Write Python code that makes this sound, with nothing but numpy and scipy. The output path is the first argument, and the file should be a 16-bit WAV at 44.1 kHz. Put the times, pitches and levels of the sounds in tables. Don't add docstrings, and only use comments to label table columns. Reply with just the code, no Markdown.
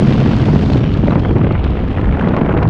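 import sys
import numpy as np
from scipy import signal
from scipy.fft import rfft, irfft
from scipy.io import wavfile
from scipy.ndimage import uniform_filter1d

SR = 44100
rng = np.random.default_rng(int(sys.argv[2]) if len(sys.argv) > 2 else 0)


def transcribe(signal):
    frames = np.atleast_2d(signal).T
    limited = np.clip(frames, -1, 1)
    pcm = np.round(limited * 32767).astype(np.int16)
    wavfile.write(sys.argv[1], SR, pcm)


def invert_db(level):
    return 10 ** (np.asarray(level, dtype=float) / 20)


N = 118629
T = np.arange(N) / SR

# t/s, level of deep thuds/dB, level of boom/dB, level of body of the rumble/dB
EDDY_LEVELS = [(0.0, -25, -28, -13), (0.4, -21.5, -17, -15), (1.18, -20, -22, -16),
               (1.225, -19.5, -18.5, -23), (1.44, -23, -14, -15), (1.62, -15.5, -20.5, -25),
               (1.88, -17.5, -26.5, -21), (2.01, -20.5, -16.5, -23), (2.1, -13.5, -22, -20.5),
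               (2.24, -22, -19.5, -16.5), (2.32, -23.5, -28.5, -17), (2.4, -24, -23, -16),
               (2.61, -17, -16, -19), (2.66, -29, -9.5, -22.5)]
# t/s at the end of the rise, envelope level before its fall/dB, fall time/s
GUST_TIMES = [(0.125, -23, 0.0084), (0.26, -18, 0.013), (0.299, -23, 0.009), (0.459, -22.5, 0.0066),
              (0.561, -7, 0.0026), (0.748, -15, 0.0052), (0.949, -22.5, 0.019), (1.084, -6, 0.0043),
              (1.109, -14.5, 0.0084), (1.123, -19, 0.021), (1.159, -6, 0.0042), (1.185, -13.5, 0.0039),
              (1.25, -15, 0.013), (1.312, -7.5, 0.0027), (1.393, -17, 0.0051), (1.415, -12, 0.007),
              (1.447, -11.5, 0.0062), (1.471, -10, 0.0044), (1.511, -10, 0.0045), (1.539, -21.5, 0.0034),
              (1.553, -15.5, 0.013), (1.638, -16, 0.0039), (2.081, -22, 0.0069), (2.147, -17.5, 0.012),
              (2.275, -10, 0.0062), (2.308, -14.5, 0.007), (2.34, -12, 0.0078), (2.367, -15.5, 0.027),
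              (2.416, -10.5, 0.0073), (2.448, -22.5, 0.02), (2.491, -12, 0.012), (2.57, -16, 0.016),
              (2.627, -15, 0.015)]
FLUTTER_HZ, FLUTTER_DB = 147, 1


def evened(x):
    return x / np.sqrt(np.mean(x ** 2) + 1e-20)


def read(points, hz):
    f, value = np.transpose(points)
    return np.interp(np.log(hz + 1), np.log(f + 1), value, left=-120, right=-120)


def curve(rows, t, axis):
    rows = np.array(rows)
    return np.interp(t, rows[:, 0], rows[:, axis])


def wobble(size, rate, top_hz):
    low_hz = min(4, top_hz / 4)
    hz = np.fft.rfftfreq(size, 1 / rate)
    shape = hz / np.sqrt((hz ** 2 + low_hz ** 2) * (1 + (hz / top_hz) ** 4))
    return evened(irfft(rfft(rng.standard_normal(size)) * shape, size))


def noise(field_db, size):
    frames = 4 * N // size + 6
    hz = np.fft.rfftfreq(size, 1 / SR)[:, None]
    t = np.arange(frames) * size / 4 / SR
    real, imaginary = rng.standard_normal((frames, size // 2 + 1, 2)).T
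    bins = (real + 1j * imaginary) * invert_db(field_db(hz, t))
    return signal.istft(bins, nperseg=size, noverlap=3 * size // 4)[1][:N]


def steady(tone, size):
    return evened(noise(lambda hz, t: read(tone, hz) + 0 * t, size))


def narrow_noise(hz, width_hz):
    shake = wobble(N, SR, width_hz) + 1j * wobble(N, SR, width_hz)
    return (shake * np.exp(2j * np.pi * hz * T)).real


def burst(s, db, rise, fall):
    u = np.maximum(T - s + rise, 0)
    return invert_db(db) * np.minimum(u / rise, 1) * np.exp(-(u / fall) ** 2)


def hum(hz, db, end):
    width_hz, fuzz = 12, 0.33
    turn = np.exp(2j * np.pi * np.cumsum(hz) / SR)
    shake = wobble(N, SR, width_hz) + 1j * wobble(N, SR, width_hz)
    tone = evened((turn * (1 - fuzz + fuzz * shake)).real)
    fade = np.clip((end - T) / 0.26, 0, 1)
    return fade * invert_db(db) * tone


def propeller():
    # t/s, f/Hz, level before the final fade/dB
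    blade_rows = [(0, 137.7, -15), (.37, 125.7, -15), (.58, 154.5, -18), (.82, 116.6, -16.5),
                  (.95, 99.1, -20), (1.35, 102, -21.5), (1.5, 98, -12.5)]
    # f/Hz, level before the final fade/dB, end t/s
    door_hum = (205, -21, 0.91)
    hz, db, end = door_hum
    blades = hum(curve(blade_rows, T, axis=1), curve(blade_rows, T, axis=2), blade_rows[-1][0])
    return blades + hum(hz + 0 * T, db, end)


def hiss(flutter):
    # t/s, level of lower hiss before flutter/dB, level of airy top before flutter/dB
    hiss_levels = [(0, -33.5, -42.5), (.42, -33.5, -43.5), (.77, -39.5, -44.5), (.82, -34, -51.5),
                   (1.17, -43, -52.5), (1.36, -45.5, -56), (1.55, -38.5, -64), (1.75, -39.5, -58),
                   (2.0, -42, -62), (2.3, -41.5, -61), (2.66, -49, -61)]
    # f/Hz, relative level per Hz/dB
    lower_tone = [(900, 3.5), (2000, -1), (3000, -0.5), (3800, -9), (5000, -26), (7000, -39)]
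    # f/Hz, relative level per Hz/dB
    top_tone = [(2500, -5.5), (4500, 0.5), (6500, -11.5), (9000, -24.5), (10200, -28), (12000, -54),
                (15500, -57)]
    lower_flutter_db, top_flutter_db = 3.5, 3
    own = (flutter + wobble(N, SR, FLUTTER_HZ)) / np.sqrt(2)
    lower_db = curve(hiss_levels, T, axis=1) + lower_flutter_db * flutter
    top_db = curve(hiss_levels, T, axis=2) + top_flutter_db * own
    return invert_db(lower_db) * steady(lower_tone, size=512) + invert_db(top_db) * steady(top_tone, size=512)


def whistles():
    # start t/s, length/s, f/Hz, level at the height of the swell/dB
    whistle_rows = [(0.795, 0.11, 5600, -57.5), (1.202, 0.14, 3220, -45), (1.483, 0.11, 2190, -41),
                    (1.6, 0.13, 3620, -56)]
    out = np.zeros(N)
    for s, length, hz, db in whistle_rows:
        swell = np.sin(np.pi * np.clip((T - s) / length, 0, 1)) ** .5
        out += invert_db(db) * swell * narrow_noise(hz, width_hz=130)
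    return out


def spits():
    # t/s, level at the envelope's peak/dB, f/Hz
    spit_rows = [(1.258, -18.5, 622), (1.881, -36.5, 2330), (1.912, -33, 2285), (1.93, -36, 2690),
                 (1.95, -34.5, 2280), (1.967, -34, 2210), (1.984, -25, 1480), (2.015, -30.5, 2250),
                 (2.045, -24, 1435), (2.058, -27, 1900), (2.092, -26, 1494), (2.126, -28, 1746),
                 (2.172, -24, 1283), (2.196, -26.5, 2138), (2.213, -18.5, 1413), (2.23, -26, 1048),
                 (2.243, -22.5, 1003), (2.387, -29, 1090), (2.51, -23.5, 1202), (2.526, -33.5, 2200)]
    spit_s, width_share = .0035, .28
    out = np.zeros(N)
    for s, db, hz in spit_rows:
        envelope = np.exp(-((T - s) / spit_s) ** 2)
        out += invert_db(db) * envelope * narrow_noise(hz, width_share * hz)
    return out


def crackles():
    # t/s at the end of the rise, envelope level before its fall/dB
    crackle_rows = [(0.1248, -26), (0.3412, -29.5), (0.455, -29), (0.5916, -31), (0.6599, -30.5),
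                    (0.7025, -29.5), (0.7332, -25.5), (0.771, -30), (0.9386, -27.5), (1.073, -33.5),
                    (1.107, -30.5), (1.1954, -31.5), (1.151, -36), (1.383, -38.5), (1.435, -49),
                    (1.5235, -36), (1.6411, -30.5), (1.704, -37.5), (2.2867, -32.5), (2.3452, -41),
                    (2.366, -32), (2.414, -44), (2.458, -44.5), (2.575, -35), (2.602, -49), (2.6293, -32.5),
                    (2.675, -36.5)]
    # f/Hz, relative level per Hz/dB
    crackle_tone = [(1200, -9.5), (2500, 9), (4000, 7), (6000, -14), (9000, -24), (10500, -45.5),
                    (12500, -69)]
    envelope = sum(burst(s, db, rise=0.0015, fall=0.0062) for s, db in crackle_rows)
    return envelope * steady(crackle_tone, size=512)


def gusts(flutter):
    # f/Hz, relative level per Hz/dB
    puff_tone = [(250, 1), (600, -0.5), (1200, -7), (2400, -16.5), (4000, -39), (6000, -65.5)]
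    envelope = sum(burst(s, db, 0.0047, fall) for s, db, fall in GUST_TIMES)
    return envelope * invert_db(FLUTTER_DB * flutter) * steady(puff_tone, size=512)


def slaps():
    kinds, low_hz, high_hz = 7, 137, 480
    per_s, spread_db, below_body_db = 60, 3.5, -8.5
    gust_db, gust_lag_s = 4.5, 0.002
    soft, hard = np.zeros(N), np.zeros(N)
    t = np.arange(-400, 401) / SR
    gust_kind = rng.integers(0, kinds, len(GUST_TIMES))
    for k, hz in enumerate(np.geomspace(low_hz, high_hz, num=kinds)):
        u = np.pi * hz * t
        dip = (2 * u ** 2 - 1) * np.exp(-u ** 2)
        strength_db = spread_db * np.minimum(rng.exponential(1, N), 3)
        hits = (rng.random(N) < per_s / kinds / SR) * invert_db(strength_db)
        soft += signal.oaconvolve(hits, dip, "same")
        blows = np.zeros(N)
        for (s, db, _), chosen in zip(GUST_TIMES, gust_kind == k):
            blows[round((s + gust_lag_s) * SR)] += chosen * invert_db(db + gust_db)
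        hard += signal.oaconvolve(blows, dip, "same")
    return invert_db(curve(EDDY_LEVELS, T, axis=3) + below_body_db) * evened(soft) + hard


def rush(flutter):
    # t/s, level/dB
    rush_levels = [(0.0, -19.5), (0.3, -21), (0.76, -20.5), (0.92, -28), (1.17, -19.5), (1.225, -26),
                   (1.26, -20.5), (1.6, -23.5), (1.8, -24), (1.98, -23), (2.35, -16.5), (2.69, -16.5)]
    # f/Hz, relative level per Hz/dB
    small_tone = [(120, -9.5), (250, 5), (400, -6.5), (700, -9), (1200, -17.5), (2200, -26.5), (3400, -53),
                  (5000, -72), (8000, -68), (12000, -102)]
    speed_oct, speed_hz, flicker_db, patch_db = 0.23, 90, 1, 2

    def field(hz, t):
        jolt = wobble(len(t), 1 / t[1], speed_hz)
        patches = rng.standard_normal((len(t), len(hz))).T
        patches = uniform_filter1d(patches, size=6, axis=0)
        patches = evened(uniform_filter1d(patches, size=5, axis=1))
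        shifted = read(small_tone, hz / 2 ** (speed_oct * jolt))
        return shifted + flicker_db * jolt + patch_db * patches

    fluttering = evened(invert_db(FLUTTER_DB * flutter) * noise(field, size=256))
    return invert_db(curve(rush_levels, T, axis=1)) * fluttering


def rumble(flutter):
    # f/Hz, relative level per Hz/dB
    deep_tone = [(15, -13.5), (30, -5), (55, 9.5), (90, 0), (140, -15.5), (250, -34.5)]
    # f/Hz, relative level per Hz/dB
    boom_tone = [(60, -23.5), (85, -3), (115, -5), (145, -6), (200, -24)]
    # f/Hz, relative level per Hz/dB
    body_tone = [(40, -27.5), (90, -11.5), (140, -3.5), (210, -2), (300, -8.5), (420, -18), (700, -56)]
    body_flutter_db = 2
    thuds = invert_db(curve(EDDY_LEVELS, T, axis=1)) * steady(deep_tone, size=4096)
    boom = invert_db(curve(EDDY_LEVELS, T, axis=2)) * steady(boom_tone, size=4096)
    body_db = curve(EDDY_LEVELS, T, axis=3) + body_flutter_db * flutter
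    return thuds + boom + invert_db(body_db) * steady(body_tone, size=2048)


def scene():
    flutter = wobble(N, SR, FLUTTER_HZ)
    aircraft = propeller() + hiss(flutter)
    edges = whistles() + spits() + crackles()
    wind = gusts(flutter) + slaps() + rush(flutter) + rumble(flutter)
    return (aircraft + edges + wind)[None]


def top_cut(x):
    return signal.sosfilt(signal.butter(12, 10850, fs=SR, output="sos"), x)


def record(dry):
    knee = 1.15
    mix = knee * np.tanh(dry / knee)
    return top_cut(mix)


dry = scene()
out = record(dry)
transcribe(out)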